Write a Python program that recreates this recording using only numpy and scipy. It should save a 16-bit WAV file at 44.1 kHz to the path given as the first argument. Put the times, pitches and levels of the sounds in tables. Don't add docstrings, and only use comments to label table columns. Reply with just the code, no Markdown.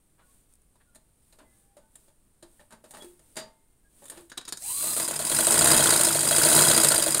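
import sys
import numpy as np
from scipy import signal
from scipy.fft import rfft, irfft
from scipy.io import wavfile
from scipy.ndimage import uniform_filter1d

SR = 44100
rng = np.random.default_rng(int(sys.argv[2]) if len(sys.argv) > 2 else 0)


def pcm_store(signal):
    levels = np.round(np.clip(np.atleast_2d(signal), -1, 1) * 32767)
    wavfile.write(sys.argv[1], SR, levels.astype(np.int16).T)


N = 317520


def undb(db):
    return 10 ** (np.asarray(db) / 20)


def unit(x):
    return x / np.sqrt(np.mean(x ** 2) + 1e-30)


def curves(table):
    s, *columns = np.transpose(table)
    return [np.interp(np.arange(N) / SR, s, c) for c in columns]


def add(out, s, x):
    i = max(int(s * SR), 0)
    out[i:i + len(x)] += x[:max(N - i, 0)]


def band(x, lo_hz, hi_hz, order=2):
    edges = [max(lo_hz, 10), min(hi_hz, SR / 2 - 100)]
    return signal.sosfilt(signal.butter(order, edges, "band", fs=SR, output="sos"), x + 1e-18)


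def colour(x, points, resonances=(), size=8192):
    hz = np.arange(size // 2 + 1) * SR / size
    at, db = np.transpose(points)
    db = np.interp(np.log(hz + 1), np.log(at), db)
    for centre, width, lift in resonances:
        db = db + lift / (1 + (2 * (hz - centre) / width) ** 2)
    cepstrum = irfft(np.log(undb(db)))
    cepstrum[1:size // 2] *= 2
    cepstrum[size // 2 + 1:] = 0
    impulse = irfft(np.exp(rfft(cepstrum)))
    return signal.fftconvolve(x, impulse)[:len(x)]


def walk(rate):
    k = max(int(SR / rate), 1)
    steps = np.repeat(rng.standard_normal(N // k + 1), k)
    return unit(uniform_filter1d(uniform_filter1d(steps, k), k)[:N])


def grit(spread_db, size):
    return unit(rng.standard_normal(size) * undb(spread_db * rng.standard_normal(size)))


def mean_level(x, size=7000):
    power = uniform_filter1d(uniform_filter1d(x ** 2, size), size)
    return np.sqrt(np.abs(power) + 1e-5 * np.mean(x ** 2))


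def shifting(x, points, resonances, shift=0.012, rate=14):
    def moved(factor):
        return colour(x, points, [(hz * factor, width, lift) for hz, width, lift in resonances])
    lower, upper = moved(1 - shift), moved(1 + shift)
    position = .5 + .5 * np.tanh(2 * walk(rate))
    return (1 - position) * lower + position * upper


ROOM_DB = -65
# (frequency [Hz], relative level [dB])
ROOM_COLOUR = [(20, 1.5), (45, -2), (100, -8.5), (200, -12.5), (300, -16.5), (800, -26.5), (2000, -34),
               (6000, -43.5), (15500, -60)]


def room_hush():
    return undb(ROOM_DB) * unit(colour(rng.standard_normal(N), ROOM_COLOUR))


RESTING_DB = -72
# (start [s], length [s], relative level [dB])
SLIDES = [(0.145, 0.38, -66), (0.458, 0.13, -68.5), (1.11, 0.39, -68.5), (1.38, 0.39, -67.5),
          (1.84, 0.35, -66), (2.38, 0.37, -66), (2.783, 0.46, -57), (3.064, 0.49, -64), (3.832, 0.54, -57)]
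# (frequency [Hz], relative level [dB])
RUSTLE_COLOUR = [(60, -39), (250, -1), (600, -11), (2000, -16.5), (4000, -15), (5500, -18), (7200, -11.5),
                 (9000, -0.5), (11000, -11.5), (15500, -14.5)]


def rustle(gain_db=1.0):
    power = np.full(N, undb(RESTING_DB) ** 2)
    for s, length, db in SLIDES:
        add(power, s, (undb(db) * np.hanning(int(length * SR))) ** 2)
    fibres = unit(colour(grit(3, N), RUSTLE_COLOUR))
    return np.sqrt(power) * undb(gain_db) * fibres


# (start [s], length [s], relative level [dB], note [Hz], width [Hz])
SCRAPES = [(0.172, 0.09, -60.5, 1100, 2200), (.795, 0.058, -64, 1700, 700), (1.372, 0.11, -59.5, 940, 1500),
           (2.595, 0.049, -57, 925, 300), (2.694, 0.09, -57, 1010, 900), (2.918, 0.11, -54.5, 1200, 1500),
           (3.023, 0.066, -58, 380, 160), (4.119, .17, -56.5, 340, 200)]


def scrapes(attack_share=0.28, grit_db=6, spot_db=9, skirt_db=-6):
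    out = np.zeros(N)
    for s, length, db, hz, width_hz in SCRAPES:
        size = int(length * SR)
        swell = np.interp(np.linspace(0, 1, size), [0, attack_share, 1], [0, 1, 0]) ** 2
        skirts = [(100, skirt_db), (hz, 0), (4000, skirt_db), (7000, -30)]
        rub = colour(grit(grit_db, size), skirts, [(hz, width_hz, spot_db)])
        add(out, s, undb(db) * swell * unit(rub))
    return out


# (start [s], length [s], pitch [Hz], relative level [dB])
THIN_TONES = [(0.184, 0.11, 1460, -72), (0.23, 0.14, 1110, -77), (0.851, 0.14, 1404, -71),
              (1.384, 0.2, 2040, -71), (1.402, 0.4, 1710, -79), (1.476, 0.37, 794, -74),
              (1.78, .13, 1500, -77), (1.782, 0.16, 882, -73), (2.991, 0.053, 3410, -52.5),
              (3.822, 0.095, 1650, -73), (5.327, 0.44, 8080, -23.5)]


def thin_tones(gain_db=-2, waver=0.01, flutter_db=4):
    out, unsteady = np.zeros(N), 1 + waver * walk(60)
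    for s, length, hz, db in THIN_TONES:
        pitch = hz * unsteady[int(s * SR):int((s + length) * SR)]
        tone = np.sin(2 * np.pi * np.cumsum(pitch) / SR)
        add(out, s, undb(db + gain_db) * np.hanning(len(pitch)) * tone)
    return out * undb(flutter_db * walk(40))


# (time [s], peak level [dB], note [Hz])
CLOTH_TICKS = [(.526, -54, 9110), (.5377, -47, 8800), (.554, -50, 8340), (.618, -54, 9910)]


def cloth_ticks(decay_s=0.0022, width_hz=1200, lift_db=10):
    out, age = np.zeros(N), np.arange(SR // 20) / SR
    bright = [(500, -40), (9000, 10), (15500, -3)]
    for s, db, hz in CLOTH_TICKS:
        burst = rng.standard_normal(len(age)) * np.exp(-age / decay_s)
        tick = colour(burst, bright, [(hz, width_hz, lift_db)])
        add(out, s, undb(db) * tick / np.max(np.abs(tick)))
    return out


# (frequency [Hz],
# relative level [dB])
BODY = [(20, -17), (40, -6.5), (100, -8), (300, -7), (650, -13), (800, -13.5), (1500, -12), (2300, -16.5),
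        (4200, -15.5), (5800, -15.5), (7000, -8), (8800, 1), (11000, -8.5), (15500, -17.5)]


def knocks(blows, resonances, thud_ring=1.61, tick_ring=0.74):
    age = np.arange(SR) / SR
    out = np.zeros(N)
    bands_hz = ((135, 1190), (1200, 6130), (6500, 15000))
    contacts = [band(grit(4, 2 * SR), lo, hi, order=4) for lo, hi in bands_hz]
    contacts = [c / np.std(colour(c, BODY, resonances)) for c in contacts]
    for s, contact_s, t60, thud_clack_tick, spot, modes in blows:
        rise = np.minimum(age / max(contact_s, 1e-4), 1)
        after = np.maximum(age - contact_s, 0)
        i = rng.integers(SR)
        burst = np.zeros(SR)
        for c, db, stretch in zip(contacts, thud_clack_tick, (thud_ring, 1, tick_ring)):
            burst += undb(db) * c[i:i + SR] * np.exp(-np.log(1000) * after / (t60 * stretch))
        add(out, s, colour(rise * burst, BODY, list(resonances) + spot))
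        for hz, db, ring_s in modes:
            tone = np.sin(2 * np.pi * (hz * age + rng.random()))
            add(out, s, undb(db) * rise * np.exp(-np.log(1000) * after / ring_s) * tone)
    return out


def struck(modes, db):
    return [(hz, db + mode_db, t60) for hz, mode_db, t60 in modes]


PEDAL_S = 4.0
KNOCK_T60_S, CONTACT_SHARE = 0.15, 0.013
MIDDLING_DB, HARDNESS_DB_PER_HALVING, FORCE_DB_PER_DOUBLING = -52, 13, 36
NOTE_CYCLES = 98
# (time [s], relative level [dB],
# hardness as tick over level [dB], note of the struck part [Hz], note over level [dB])
HAND_KNOCKS = [(0.755, -69.5, 3, 977, 5), (0.948, -62.5, 11, 1400, -7), (0.956, -59, 9, 4060, 7),
               (1.325, -61.5, 4, 4140, 0), (1.386, -59.5, 0.5, 560, -10), (1.412, -61, -9, 290, 1),
               (1.767, -56.5, -2, 582, 2), (1.955, -59.5, 16.5, 3840, -3), (2.081, -65.5, 0, 560, -9),
               (2.425, -55.5, 0.5, 343, 5.5), (2.426, -59, 7, 4060, 9), (2.594, -62, -2, 1820, 11),
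               (2.602, -64.5, 4, 592, 11), (2.706, -60, 5, 1420, -2), (2.722, -54, 1.5, 1536, 3),
               (2.735, -60.5, -2, 226.5, 5.5), (2.839, -54.5, -0.5, 575, 1), (2.908, -54.5, 13.5, 770, 0),
               (2.937, -52.5, 1, 830, 5), (2.945, -53.5, 1, 1260, 1), (2.968, -51, -1, 1860, -1),
               (2.981, -59, -2, 597, 10), (3.021, -52, 3.5, 385, 3), (3.044, -60.5, 10, 353.6, 18),
               (3.192, -63, 4.5, 312, -5), (4.02, -56, -3, 563, 4.5), (4.041, -65, 18, 3420, -6),
               (4.055, -56, 14, 3470, 0), (4.082, -60, 16, 3500, 11), (4.098, -48.5, 14.5, 3350, -5),
               (4.117, -50.5, -1, 560, -1), (4.172, -52, 1, 345, 3.5), (4.208, -64.5, 15, 337, 14)]
# (frequency [Hz], relative level [dB], t60 [s])
FRAME = [(635, 6, .24), (894, -6.5, .6), (2105, -22, 1.3), (2122, -4, .24), (2643, -5, .2), (3348, -9, .22),
         (3741, -2, .15), (4753, 5, .21), (7138, -2, .19), (7935, -12, .26)]
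# (frequency [Hz], width [Hz], lift [dB])
WOOD = [(227, 18, 5.5), (278, 33, -3), (600, 140, 7.5), (874, 140, 5.5), (1250, 63, 1), (1810, 230, 8),
        (3600, 3100, 5.5)]


def hand_knocks(clack_db=-2, lean=0.24, frame_db=-11, soft_hz=1800, dull=2.4, spot_width=0.16, spot_db=5):
    blows = []
    for s, db, hardness, note_hz, note_db in HAND_KNOCKS:
        doublings = (db - MIDDLING_DB) / FORCE_DB_PER_DOUBLING - hardness / HARDNESS_DB_PER_HALVING
        t60 = KNOCK_T60_S * 2 ** doublings
        thud, clack = db - lean * hardness, db + clack_db + lean * hardness
        modes = [(note_hz, db + note_db, NOTE_CYCLES / note_hz)]
        if s < PEDAL_S:
            for hz, mode_db, ring_s in struck(FRAME, thud + frame_db):
                modes.append((hz, mode_db - 20 * np.log10(1 + (hz / soft_hz) ** 2), ring_s))
        spot = [(note_hz, spot_width * note_hz, spot_db), (4500, 3500, dull * min(hardness, 0))]
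        blows.append((s, CONTACT_SHARE * t60, t60, (thud, clack, db + hardness), spot, modes))
    return knocks(blows, WOOD)


# (time [s], relative level [dB], hardness as tick over level [dB], t60 of the clack [s])
CLANKS = [(3.356, -52.5, 7, 0.058), (3.365, -36.5, -0.5, 0.2), (3.388, -53, -4, 0.066),
          (3.418, -56, -4, 0.084)]


def wheel_clanks(contact_share=0.022, thud_db=-4.5, frame_db=-11):
    blows = []
    for s, db, hardness, t60 in CLANKS:
        levels = (db + thud_db, db, db + hardness)
        blows.append((s, contact_share * t60, t60, levels, [], struck(FRAME, db + frame_db)))
    return knocks(blows, WOOD)


# (time [s], relative level [dB],
# hardness as tick over level [dB], note of the spot that snaps [Hz], contact [ms])
PEDAL_CLICKS = [(4.297, -49, 2, 3300, 2.5), (4.316, -39, -14, 1540, 1.7), (4.32, -46.5, -2, 3360, 1.2),
                (4.373, -37.5, -14, 1160, 0.84), (4.376, -29, -3.5, 3400, 0.91), (4.41, -43, -9, 1600, 2.4),
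                (4.451, -45.5, -1, 4940, 1.3), (4.465, -56, -3, 5000, 1), (4.476, -38.5, -12, 1080, 1.8),
                (4.48, -37, 1.5, 3470, 0.57), (4.488, -41, 3, 5470, 2), (4.5237, -28.5, 1.5, 4330, 0.3),
                (4.571, -42.5, 3.5, 5930, 1.8)]
# (frequency [Hz], width [Hz], lift [dB])
PEDAL_SHELL = [(1670, 820, 5.5), (3800, 670, 6.5), (5000, 2000, 4.5), (6840, 300, 7)]


def pedal_clicks(t60=0.051, thud_db=-13, clack_db=-6.0, spot_width=0.44, spot_db=11):
    blows = []
    for s, db, hardness, hz, contact_ms in PEDAL_CLICKS:
        levels = (db + thud_db, db + clack_db, db + hardness)
        blows.append((s, contact_ms / 1000, t60, levels, [(hz, spot_width * hz, spot_db)], []))
    return knocks(blows, PEDAL_SHELL)


FULL_SPEED = 15
MOTOR_ON_S, RUN_UP_S, FREE_HZ = 4.55, .1, 1265
GRIP_S, GRIPPED_S = 4.93, 5.5
LOADED_HZ, BELT_EXPONENT = 1003, .45
# (time [s], speed [stitches/s])
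SPEED = [(4.8, 5.996), (5.03, 9.079), (5.2, 8.738), (5.71, 16.975), (6.02, 13.46), (6.21, 11.876),
         (6.59, 16.875), (7.0, 12.548), (7.2, 10.832)]


def motor_pitch():
    t = np.arange(N) / SR
    speed, = curves(SPEED)
    free_hz = FREE_HZ * (1 - np.exp(-np.maximum(t - MOTOR_ON_S, 0) / RUN_UP_S))
    loaded_hz = LOADED_HZ * (speed / FULL_SPEED) ** BELT_EXPONENT
    grip = np.interp(t, [GRIP_S, GRIPPED_S], [0, 1])
    return (1 - grip) * free_hz + grip * loaded_hz


WHINE_DB, FULL_DRIVE_DB = -51, -36
SEGMENTS, UNEVEN = 6, .35
# (time [s], hiss of brushes and belt [dB])
THROTTLE = [(4.56, -59), (4.63, -39), (4.68, -32), (4.85, -27.5), (5.03, -31), (5.13, -50), (5.34, -27),
            (5.64, -35), (6.2, -33), (6.58, -21), (7.2, -67)]
WHINE_PARTIALS = [0, -11, -3, -8, -12, -9, -5, 1, 2, -1, -4, -9]
# (frequency [Hz], relative level [dB])
MOTOR_COLOUR = [(30, -16), (100, -9), (300, -15.5), (1000, -20), (1600, -21), (2800, -17), (5600, -14),
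                (7000, -0.5), (8600, 6.5), (10000, 1), (12000, -5), (15500, -9.5)]
# (frequency [Hz], width [Hz], lift [dB])
HOUSING = [(313, 34, 6), (2690, 150, 9), (4080, 150, 20.5), (4760, 290, 12.5), (7160, 330, -9),
           (8200, 270, 0), (8940, 190, 2.5), (9940, 120, 9), (10900, 560, 2.5), (11900, 500, -6),
           (13400, 600, 9)]


def motor(spark=0.18, mains=0.21, rough=0.81, drive_share=0.7):
    hz = motor_pitch()
    hiss_db, = curves(THROTTLE)
    phase = 2 * np.pi * np.cumsum(hz * (1 + .012 * walk(300))) / SR
    phase = phase + UNEVEN * np.sin(phase / SEGMENTS)
    hum = 1 + mains * np.sin(2 * np.pi * 100 * np.arange(N) / SR)
    throb = hum * undb(3.5 * walk(90))
    brushes = grit(4.0, N) * (1 + spark * np.cos(phase)) * (hz > 0)
    hiss = shifting(brushes, MOTOR_COLOUR, HOUSING, shift=0.0076, rate=13)
    whine = np.zeros(N)
    for k, db in enumerate(WHINE_PARTIALS, 1):
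        whine += undb(db) * np.sin(k * phase + rough * walk(250))
    drive = undb(drive_share * np.minimum(hiss_db - FULL_DRIVE_DB, 0))
    whine_level = undb(WHINE_DB) * (hz / LOADED_HZ) ** 2 * drive
    return undb(hiss_db) * hiss / np.std(hiss[hz > 0]) + whine_level * throb * whine


RING_SCATTER_DB, MODE_SPREAD = 1.8, .02


def cluster(hz, width_hz, age, rise_s=0.0011, count=3):
    detune, weight, start = rng.standard_normal((3, count, 1))
    tones = np.sin(2 * np.pi * (hz * (1 + MODE_SPREAD * detune) * age + start))
    modes = np.sum(weight * tones, axis=0)
    return unit(modes * (1 - np.exp(-age / rise_s)) * np.exp(-np.pi * width_hz * age))


CLATTER_DB, CLATTER_DB_PER_DOUBLING = -27.5, 15.5
STEEL_DB, STEEL_DB_PER_DOUBLING = -20, 10.5
TAKE_UP_S = 0.043
# (shaft angle [turns], rattle [ms], rattle relative level [dB], hardness as treble
# over rattle [dB], ring [Hz], ring width [Hz], ring relative level [dB], speed effect [dB per doubling])
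STROKES = [(.08, 6, -12, -6, 325, 30, -18, 4), (.17, 6, -4, 2, 9000, 300, -6, -4),
           (.185, 5, -4, 0, 1450, 170, -.5, 8), (.19, 4, -12, 0, 4120, 110, -.5, 2),
           (.245, 7, -7, -2, 600, 120, -5.5, -4), (.285, 5, -5, -1, 4300, 140, -1, 2),
           (.37, 5, 0, 0, 4000, 500, -3, 4), (.395, 6, -7, 0, 3400, 100, -2.5, 2),
           (.455, 4.9, -3, 0, 539, 130, -9, -4), (0.53, 2.5, -10.5, 0, 145, 50, -13, 0),
           (.65, 8, -2, -11, 1440, 220, -1.5, 8), (.7, 4, -12, 0, 5020, 100, -1.5, -2),
           (.712, 2.6, -5, 7, 9500, 170, -2.5, 0), (.715, 3, -9, 0, 12400, 170, 1, 0),
           (.765, 7, -5, -3, 760, 250, -11, 4), (.87, 5, -5, 1, 6020, 170, -6, 1),
           (.895, 5, -6, 4, 7700, 200, -5, 4), (.91, 5, -7, 5, 5040, 80, 3, 0),
           (.955, 5, -1, -3, 4000, 400, -2.5, 12)]
# (frequency [Hz], width [Hz], lift [dB])
RESONANCES = [(97, 16, 6), (149.5, 19.4, 13), (192, 21, 4), (230.3, 26, 10.5), (328, 50, 12.5),
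              (444, 54, 8), (585, 115, 9), (669, 47, 9.5), (953, 420, 12), (1153, 15, -8), (1656, 490, 4),
              (1976, 230, 6.5), (2550, 55, 10), (3243, 120, 7), (3550, 92, 1), (3934, 350, 2.5),
              (4780, 140, 8.5), (7400, 230, -1), (9950, 52, 1), (13500, 360, 4)]


def mechanism(scatter_db=2.0, jitter_s=.0005, grit_db=4.0, alike=0.29, slide_db=-23, tail_s=0.17,
              tail_db=-12.5, ring_db=-4, split_hz=2500, steel_speed=13):
    t = np.arange(N) / SR
    running = t >= SPEED[0][0]
    speed, = curves(SPEED)
    turns = np.cumsum(speed * running) / SR
    age = np.arange(2048) / SR
    doublings = np.log2(speed / FULL_SPEED)
    low = undb(slide_db) * grit(grit_db, N) * running
    high = low.copy()
    for angle, rattle_ms, rattle_db, hardness, hz, width_hz, peak_db, speed_db in STROKES:
        shape = np.exp(-age / 0.000043) + np.exp(-age * 1000 / rattle_ms) + undb(tail_db) * np.exp(-age / tail_s)
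        shape = shape * np.minimum(4 * (1 - age / age[-1]), 1)
        own = band(grit(grit_db, len(age)), 320, 10300)
        for i in np.searchsorted(turns, np.arange(angle, turns[-1])):
            late, strong, ringing = rng.standard_normal(3)
            force = undb(scatter_db * strong + speed_db * doublings[i])
            rattle = shape * (np.sqrt(alike) * own + np.sqrt(1 - alike) * grit(grit_db, len(age)))
            ring = np.std(shape) * undb(RING_SCATTER_DB * ringing) * cluster(hz, width_hz, age)
            for out, db in ((low, rattle_db), (high, rattle_db + hardness)):
                add(out, t[i] + jitter_s * late, force * (undb(db) * rattle + undb(peak_db + ring_db) * ring))
    low = band(shifting(low, BODY, RESONANCES), 7.4, split_hz, order=4)
    high = band(shifting(high, BODY, RESONANCES), split_hz, SR / 2, order=4)
    clatter_gain = undb(CLATTER_DB + CLATTER_DB_PER_DOUBLING * doublings)
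    steel_gain = np.clip(speed / steel_speed, 0, 1) * undb(STEEL_DB + STEEL_DB_PER_DOUBLING * doublings)
    load = np.sqrt(np.clip((t - SPEED[0][0]) / TAKE_UP_S, 0, 1))
    return load * (clatter_gain * low / mean_level(low) + steel_gain * high / mean_level(high))


# (time [s], relative level [dB], hardness as tick over level [dB])
CLACKS = [(4.807, -39, -4), (4.874, -41, 0), (4.974, -43, 20), (5.084, -38, 14.5), (5.112, -43.5, 17),
          (5.199, -40, 15.5), (5.347, -38, 16), (5.407, -39, 23), (5.52, -35, -3), (5.59, -33, 18),
          (5.716, -35, 22), (5.871, -20, -11), (5.906, -19.5, 4), (5.96, -23, 10), (6.011, -25, 14),
          (6.051, -22, 7.5), (6.435, -18.5, 1), (6.59, -21.5, 2), (6.714, -19.5, -8), (6.777, -15.5, 2),
          (6.835, -26.5, 14), (6.846, -17.5, 6), (6.886, -29, 18), (6.918, -19.5, 5), (7.024, -19.5, 6),
          (7.145, -22, 8), (7.18, -32, 12)]
# (frequency [Hz], width [Hz], lift [dB])
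CASTING = [(570, 35, 14.5), (1400, 410, 8), (4370, 1400, 9)]


def clacks(contact_s=0.00091, t60=0.031, thud_db=-9):
    blows = [(s, contact_s, t60, (db + thud_db, db, db + hardness), [], []) for s, db, hardness in CLACKS]
    return knocks(blows, CASTING)


def casting(x, share=0.16):
    age = np.arange(1024) / SR
    modes = band(rng.standard_normal(len(age)), 3500, 21000) * np.exp(-age / .006)
    ringing = signal.fftconvolve(x, modes / np.sqrt(np.sum(modes ** 2)))[:N]
    treble = signal.sosfiltfilt(signal.butter(2, 3500, "high", fs=SR, output="sos"), x)
    return x - treble + np.sqrt(1 - share) * treble + np.sqrt(share) * ringing


def walls(x, t60=0.27, wet_db=-15, dull_hz=6000):
    age = np.arange(SR // 2) / SR
    noise = band(rng.standard_normal(len(age)), 89, dull_hz, order=1)
    tail = noise * np.exp(-np.log(1000) * age / t60) * (age > .006)
    return x + undb(wet_db) * signal.fftconvolve(x, tail / np.sqrt(np.sum(tail ** 2)))[:N]


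def scene():
    blows = hand_knocks() + wheel_clanks() + pedal_clicks() + clacks()
    machine = casting(mechanism() + blows) + motor() + thin_tones() + scrapes()
    return (walls(machine) + rustle() + cloth_ticks() + room_hush())[None]


TOP_HZ = 15700


def record(dry):
    rounded = dry / (1 + (dry / .92) ** 4) ** .25
    return signal.sosfilt(signal.ellip(10, .2, 80, TOP_HZ, fs=SR, output="sos"), rounded)


dry = scene()
out = record(dry)
pcm_store(out)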